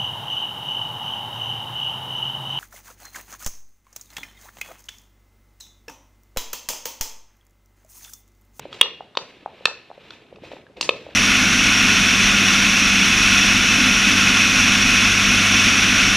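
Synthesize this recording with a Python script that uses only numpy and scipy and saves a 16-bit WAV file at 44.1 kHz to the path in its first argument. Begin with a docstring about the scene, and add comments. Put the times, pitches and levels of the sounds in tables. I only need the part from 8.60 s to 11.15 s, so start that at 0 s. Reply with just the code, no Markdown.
"""In a hard kitchen, a metal spoon turns chopped fruit in a thick mixing bowl on a wooden counter.
Knocks ring the bowl's short modes behind a crack of noise; dropping fruit gives dull, swelling sine thuds.
The spoon edge drags through wet fruit: dense random clicks and hiss, partly ringing the bowl.
The room adds one clear echo and a noise tail over a quiet hum; whatever passes full scale is clipped."""
import sys
import numpy as np
from scipy import signal
from scipy.fft import rfft, irfft
from scipy.io import wavfile
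from scipy.ndimage import uniform_filter1d

SR = 44100
rng = np.random.default_rng(int(sys.argv[2]) if len(sys.argv) > 2 else 0)


def dump_mix(stems):
    """Bounce the given channels to the path in sys.argv[1] as a 16-bit WAV at rate SR."""
    frames = np.atleast_2d(stems).T  # one column per channel
    limited = np.clip(frames, -1, 1)  # hard clip at full scale
    pcm = np.round(limited * 32767).astype(np.int16)
    wavfile.write(sys.argv[1], SR, pcm)


def volts(x):
    """Linear amplitude factor 10**(x/20) for a level x in dB, scalar or array-like."""
    e = np.asarray(x, float) / 20
    return 10 ** e


N = 112454  # length [samples]

# Ways the bowl rings: (pitch [Hz], relative level [dB], time to fall 60 dB when not held [s])
BOWL_MODES = [(491, -2, 0.019), (1040, 4, 0.013), (1300, -3.5, 0.02), (1790, -11.5, 0.067),
              (2235, -24.5, 0.079), (2591, -7.5, 0.03), (2934, -6.5, 0.029), (3290, -10, 0.056),
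              (3660, -6, 0.055), (4017, 0.5, 0.011), (4155, -7, 0.021), (4562, -10.5, 0.031),
              (5630, -16, 0.018)]
# Spoon knocks: (time [s], level [dB], higher favoured pitch [Hz], lower favoured pitch [Hz],
# change of modes under SPLIT_HZ [dB], change of modes over UPPER_HZ [dB], crack against ring [dB])
KNOCKS = [(0.1279, -30, 3290, 1270, -5.5, -2, -16), (0.2118, 3, 3290, 2846, -6.5, -8, -33),
          (0.5518, -32, 3660, 1040, 1, -7, -23), (0.5716, -11.5, 1018, 530, -9.5, 3, -21),
          (1.055, -3.5, 2602, 1804, -5.5, -0.5, -19.5), (1.506, -31.5, 3465, 1430, -1, 7.5, -21.5),
          (1.759, -44, 2540, 515, -3.5, -11, -14), (1.9172, -41.5, 3340, 1790, -0.5, -7, -16),
          (2.066, -45, 1640, 1630, 2, -7, -43), (2.2106, -15, 2750, 1050, -16, 0.5, -0.5),
          (2.2275, -22, 2680, 4110, -17, -1.5, -16), (2.2912, -5.5, 2552, 509, -7, -7, -34)]
# Tone of the knock's crack and of the bright part of the drag: (frequency [Hz], gain [dB])
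CRACK_TONE = [(2800, -26.5), (4500, 14), (7500, -1), (11000, -17), (16000, -32)]
# Dropping fruit pieces: (time [s], level before the bass cut [dB], pitch [Hz])
THUDS = [(0.054, -23.5, 562), (0.2595, -23, 956), (0.407, -21.5, 762), (0.86, -14.5, 784),
         (1.008, -32.5, 505), (1.081, -22, 830), (1.113, -32.5, 610), (1.302, -29, 640), (1.314, -27, 794),
         (1.378, -32, 541), (1.726, -30, 512), (1.836, -29.5, 532), (1.9165, -26.5, 586),
         (1.9335, -26.5, 540), (1.967, -33, 785), (2.172, -33.5, 554), (2.4655, -25.5, 562),
         (2.489, -30.5, 573)]
# Spoon dragging, joined by straight lines: (time [s], scrape level [dB], tumbling fruit level [dB])
DRAG = [(0, -51.5, -46.5), (.11, -53.5, -55), (.13, -44, -49.5), (.2, -48, -59), (.54, -66.5, -59.5),
        (.62, -48, -65), (.85, -57.5, -55.5), (1.03, -51.5, -55.5), (1.39, -58.5, -75), (1.42, -52.5, -58),
        (1.55, -49.5, -58.5), (1.68, -62, -57.5), (1.8, -66.5, -51), (1.84, -48, -46), (1.97, -50, -51.5),
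        (2.155, -93, -58), (2.17, -47, -46), (2.208, -51.5, -45.5), (2.235, -37, -49),
        (2.285, -44.5, -51.5), (2.55, -53.5, -51)]
# Tone of the scrape: (frequency [Hz], relative level per Hz [dB])
SCRAPE_TONE = [(88, -33), (150, -4.5), (534, -6.5), (854, -13.5), (2100, -7.5), (2600, -3.5), (10200, -37),
               (12700, -33.5), (16000, -64.5)]
# Tone of the quiet kitchen: (frequency [Hz], relative level per Hz [dB])
HUSH_TONE = [(15, -46), (25, -13), (503, -8.5), (1260, -15), (2760, -17), (9320, -37.5), (12500, -41.5),
             (16000, -55.5)]
# Kitchen tail by band: (centre [Hz], time to fall 60 dB [s], level [dB], side against mid [dB])
ROOM_BANDS = [(244.8, 0.96, -16, -19.5), (465, 0.35, -6, -25), (1080, 0.24, -8.5, -24),
              (1914, 0.44, -13.5, -13.5), (5330, 0.54, -16, -8), (7400, 0.24, -9, 11)]
# Clear echo of a near wall: (delay [s], level [dB])
ECHOES = [(0.0158, -18)]
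# A narrow band that lingers after every sound in the bowl:
# (low edge [Hz], high edge [Hz], time to fall 60 dB [s], level [dB], side against mid [dB])
LINGER = (2640, 2831.5, 0.42, -11.5, -11.5)

SPLIT_HZ, UPPER_HZ = 2000, 3850  # low modes lie under the first, upper modes over the second
FAVOUR_DB, SCATTER_DB = 9.5, 1.2  # boost of a favoured mode, random spread of every mode
CRACK_S, GRIP_S = 0.0048, 0.0072  # fading of the crack, choking of the ring
RISE_S, SOFTEN = 0.00034, 0.27  # knock rise at a crack of 0 dB, how much a weaker crack slows it
RADIATE_HZ = 214  # the bowl gives little below this
THUD_CYCLES, THUD_RISE = 1.32, 0.36  # fading and swelling of a thud [cycles]
TUMBLE_PER_S, TUMBLE_SPREAD_DB, TUMBLE_HZ = 130, 2.5, 435.4  # rate, size spread, middle pitch
RUMBLE_HZ, RUMBLE_DB = 215, -4.5  # top edge, level against the tumbling
GRIT_PER_S, GRIT_SPREAD_DB = 440, 1.5  # average rate and size spread of the slips
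WET_HISS, SCRAPE_RING_DB = 0.6, -5.5  # hiss strength (plain number), ringing against the scrape
BRIGHT_DB, BRIGHT_PER_DB = -13, 1.34  # bright share at a scrape of -47.5 dB, its growth [dB per dB]
HUSH_DB, HUM_HZ, HUM_DB = -59.5, 120, -71.5
ROOM_ONSET_S, PORT_LAG_S = 0.012, 3e-6  # swelling of the tail, time shift of each channel
CEILING, TOP_HZ = 1.0, 16200  # clipping point (1 = full scale), top of the treble


def table(rows):
    """Columns of a table."""
    return np.array(rows, float).T


def level(x, db):
    """Set the rms level."""
    return x * volts(db) / np.sqrt(np.mean(x ** 2))


def colour(x, points):
    """Filter by (frequency [Hz], gain [dB]) points on a log-frequency axis."""
    hz, db = table(points)
    f = np.fft.rfftfreq(x.shape[-1], 1 / SR) + 1
    gain = volts(np.interp(np.log(f), np.log(hz), db))
    return irfft(rfft(x) * gain, x.shape[-1])


def add(out, s, x):
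    """Mix x into out from time s."""
    i = int(s * SR)
    out[i:i + len(x)] += x[:len(out) - i]


def sizes(count, spread_db):
    """Many small, few large, either sign."""
    size_db = spread_db * np.minimum(rng.exponential(size=count), 3)
    return volts(size_db) * rng.choice([-1, 1], count)


def hush():
    """The quiet kitchen: dull noise and a mains hum."""
    mid, side = colour(rng.standard_normal((2, N)), HUSH_TONE)
    side = side * volts(-8.0)
    noise = level(np.array([mid + side, mid - side]), HUSH_DB)
    hum = np.sqrt(2) * volts(HUM_DB) * np.sin(2 * np.pi * HUM_HZ * np.arange(N) / SR)
    return noise + hum


def kitchen(x):
    """One clear echo and a diffuse tail that dies by band; left and right differ a little."""
    t = np.arange(SR) / SR
    tail = np.zeros((2, SR))  # mid, side
    bands = [(hz / 1.298, min(hz * 1.378, SR / 2.2), *rest) for hz, *rest in ROOM_BANDS] + [LINGER]
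    for low_hz, high_hz, t60, db, side_db in bands:
        sos = signal.butter(2, [low_hz, high_hz], "band", fs=SR, output="sos")
        noise = signal.sosfilt(sos, rng.standard_normal((2, SR)))
        band = noise * np.exp(-np.log(1000) * t / t60)
        even = np.sqrt(2 * np.log(1000) / t60 / SR)  # makes up for long and short decays
        tail += band * volts(np.array([[db], [db + side_db]])) * even
    tail *= 1 - np.exp(-(t / ROOM_ONSET_S) ** 2)
    for late, db in ECHOES:
        dulled = signal.firwin(numtaps=9, cutoff=5000, fs=SR)  # dulled by the bounce
        add(tail[0], late, volts(db) * dulled)
    tail[0, 0] = 1  # the direct sound
    mid, side = signal.fftconvolve(x[None], tail)[:, :N]
    side = side + np.gradient(x) * PORT_LAG_S * SR  # the bowl is a touch nearer one port
    return np.array([mid + side, mid - side])


def thin(x):
    """A bowl this size radiates little bass."""
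    return signal.sosfilt(signal.butter(2, RADIATE_HZ, "high", fs=SR, output="sos"), x)


def thud(hz):
    """A soft blow: a few cycles that swell and die, peak near 1."""
    cycles = np.arange(SR // 30) / SR * hz
    swell = 1 - np.exp(-(cycles / THUD_RISE) ** 2)
    shape = swell * np.exp(-cycles / THUD_CYCLES)
    return shape / shape.max() * np.sin(2 * np.pi * cycles)


def fruit():
    """Dropping pieces thud; small ones tumble and the bowl rumbles on the counter, as DRAG sets."""
    out, small = np.zeros((2, N))
    for s, db, pitch_hz in THUDS:
        add(out, s, volts(db) * thud(pitch_hz))
    count = int(TUMBLE_PER_S * N / SR)
    times = rng.random(count) * N / SR
    pitches = TUMBLE_HZ * 2 ** (0.52 * rng.standard_normal(count))  # spread in octaves
    for s, hz, size in zip(times, pitches, sizes(count, TUMBLE_SPREAD_DB)):
        add(small, s, size * thud(hz))
    low_band = signal.butter(2, [60, RUMBLE_HZ], "band", fs=SR, output="sos")
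    rumble = signal.sosfilt(low_band, rng.standard_normal(N))
    s, _, db = table(DRAG)
    tumble_gain = volts(np.interp(np.arange(N) / SR, s, db))
    return thin(out) + (level(small, 0) + level(rumble, RUMBLE_DB)) * tumble_gain


def ring(hz, db, phase):
    """The bowl's answer to a tap: fading sines with these mode pitches and levels."""
    t60 = table(BOWL_MODES)[2]
    t = np.arange(SR // 10)[:, None] / SR
    fade = np.exp(-np.log(1000) * t / t60)
    return (volts(db) * fade * np.sin(2 * np.pi * hz * t + phase)).sum(axis=1)


def scrape():
    """Dense tiny slips of the spoon edge, in uneven bursts, partly ringing the bowl."""
    grit = (rng.random(N) < GRIT_PER_S / SR) * sizes(N, GRIT_SPREAD_DB)
    slips = grit + WET_HISS * rng.standard_normal(N)
    hz, base_db, _ = table(BOWL_MODES)
    rung = signal.fftconvolve(slips, ring(hz, base_db - 6 * (hz < SPLIT_HZ), 0))[:N]
    s, db, _ = table(DRAG)
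    db = np.interp(np.arange(N) / SR, s, db)
    # a harder drag is brighter
    bright = level(colour(slips, CRACK_TONE), BRIGHT_DB) * volts(BRIGHT_PER_DB * (db + 47.5))
    steps = np.repeat(rng.standard_normal(N // 200 + 1), 200)[:N]
    stutter = volts(3.2 * uniform_filter1d(steps, size=400))
    body = level(colour(slips, SCRAPE_TONE), 0) + level(rung, SCRAPE_RING_DB) + bright
    return body * level(stutter, 0) * volts(db)


def knocks():
    """Each spot favours two modes, bent by the fruit's load; hand and fruit choke the ring; a crack leads."""
    out = np.zeros(N)
    hz, base_db, _ = table(BOWL_MODES)
    t = np.arange(SR // 10) / SR

    def nearest(spot_hz):
        """Marks the mode closest in pitch."""
        return np.arange(len(hz)) == np.argmin(np.abs(np.log(hz / spot_hz)))

    for s, db, high_hz, low_hz, low_db, upper_db, crack_db in KNOCKS:
        chance = rng.standard_normal((2, len(hz)))
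        gain_db = base_db + SCATTER_DB * chance[0]
        gain_db = gain_db + FAVOUR_DB * nearest(high_hz) + FAVOUR_DB * nearest(low_hz)
        gain_db = gain_db + upper_db * (hz > UPPER_HZ) + low_db * (hz < SPLIT_HZ)
        bent_hz = np.where(nearest(high_hz), high_hz, np.where(nearest(low_hz), low_hz, hz))
        rung = ring(bent_hz, gain_db, 1.14 * chance[1]) * np.exp(-(t / GRIP_S) ** 2)
        rung = rung / np.sqrt(np.mean(rung[:SR // 250] ** 2))  # even loudness over the first 4 ms
        noise = level(colour(rng.standard_normal(len(t)), CRACK_TONE), crack_db)
        crack = noise * np.exp(-t / CRACK_S)
        rise_s = RISE_S * volts(-SOFTEN * crack_db)  # duller contacts push longer
        rise = np.sin(np.pi / 2 * np.minimum(t / rise_s, 1)) ** 2
        add(out, s, volts(db) * (rung + crack) * rise)
    return thin(out)


def scene():
    """All that happens in the bowl, in the room, over the hush."""
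    return kitchen(knocks() + fruit() + scrape()) + hush()


def band_limit(x):
    """A steep low-pass at the top of the band."""
    return signal.sosfilt(signal.butter(12, 16250, fs=SR, output="sos"), x)


def record(dry):
    """The input clips at full scale and the top is cut."""
    clipped = np.clip(dry, -CEILING, CEILING)
    treble_cut = signal.ellip(8, 0.2, 60, TOP_HZ, fs=SR, output="sos")
    mix = signal.sosfilt(treble_cut, clipped)
    return band_limit(mix)


dry = scene()
out = record(dry)
dump_mix(out)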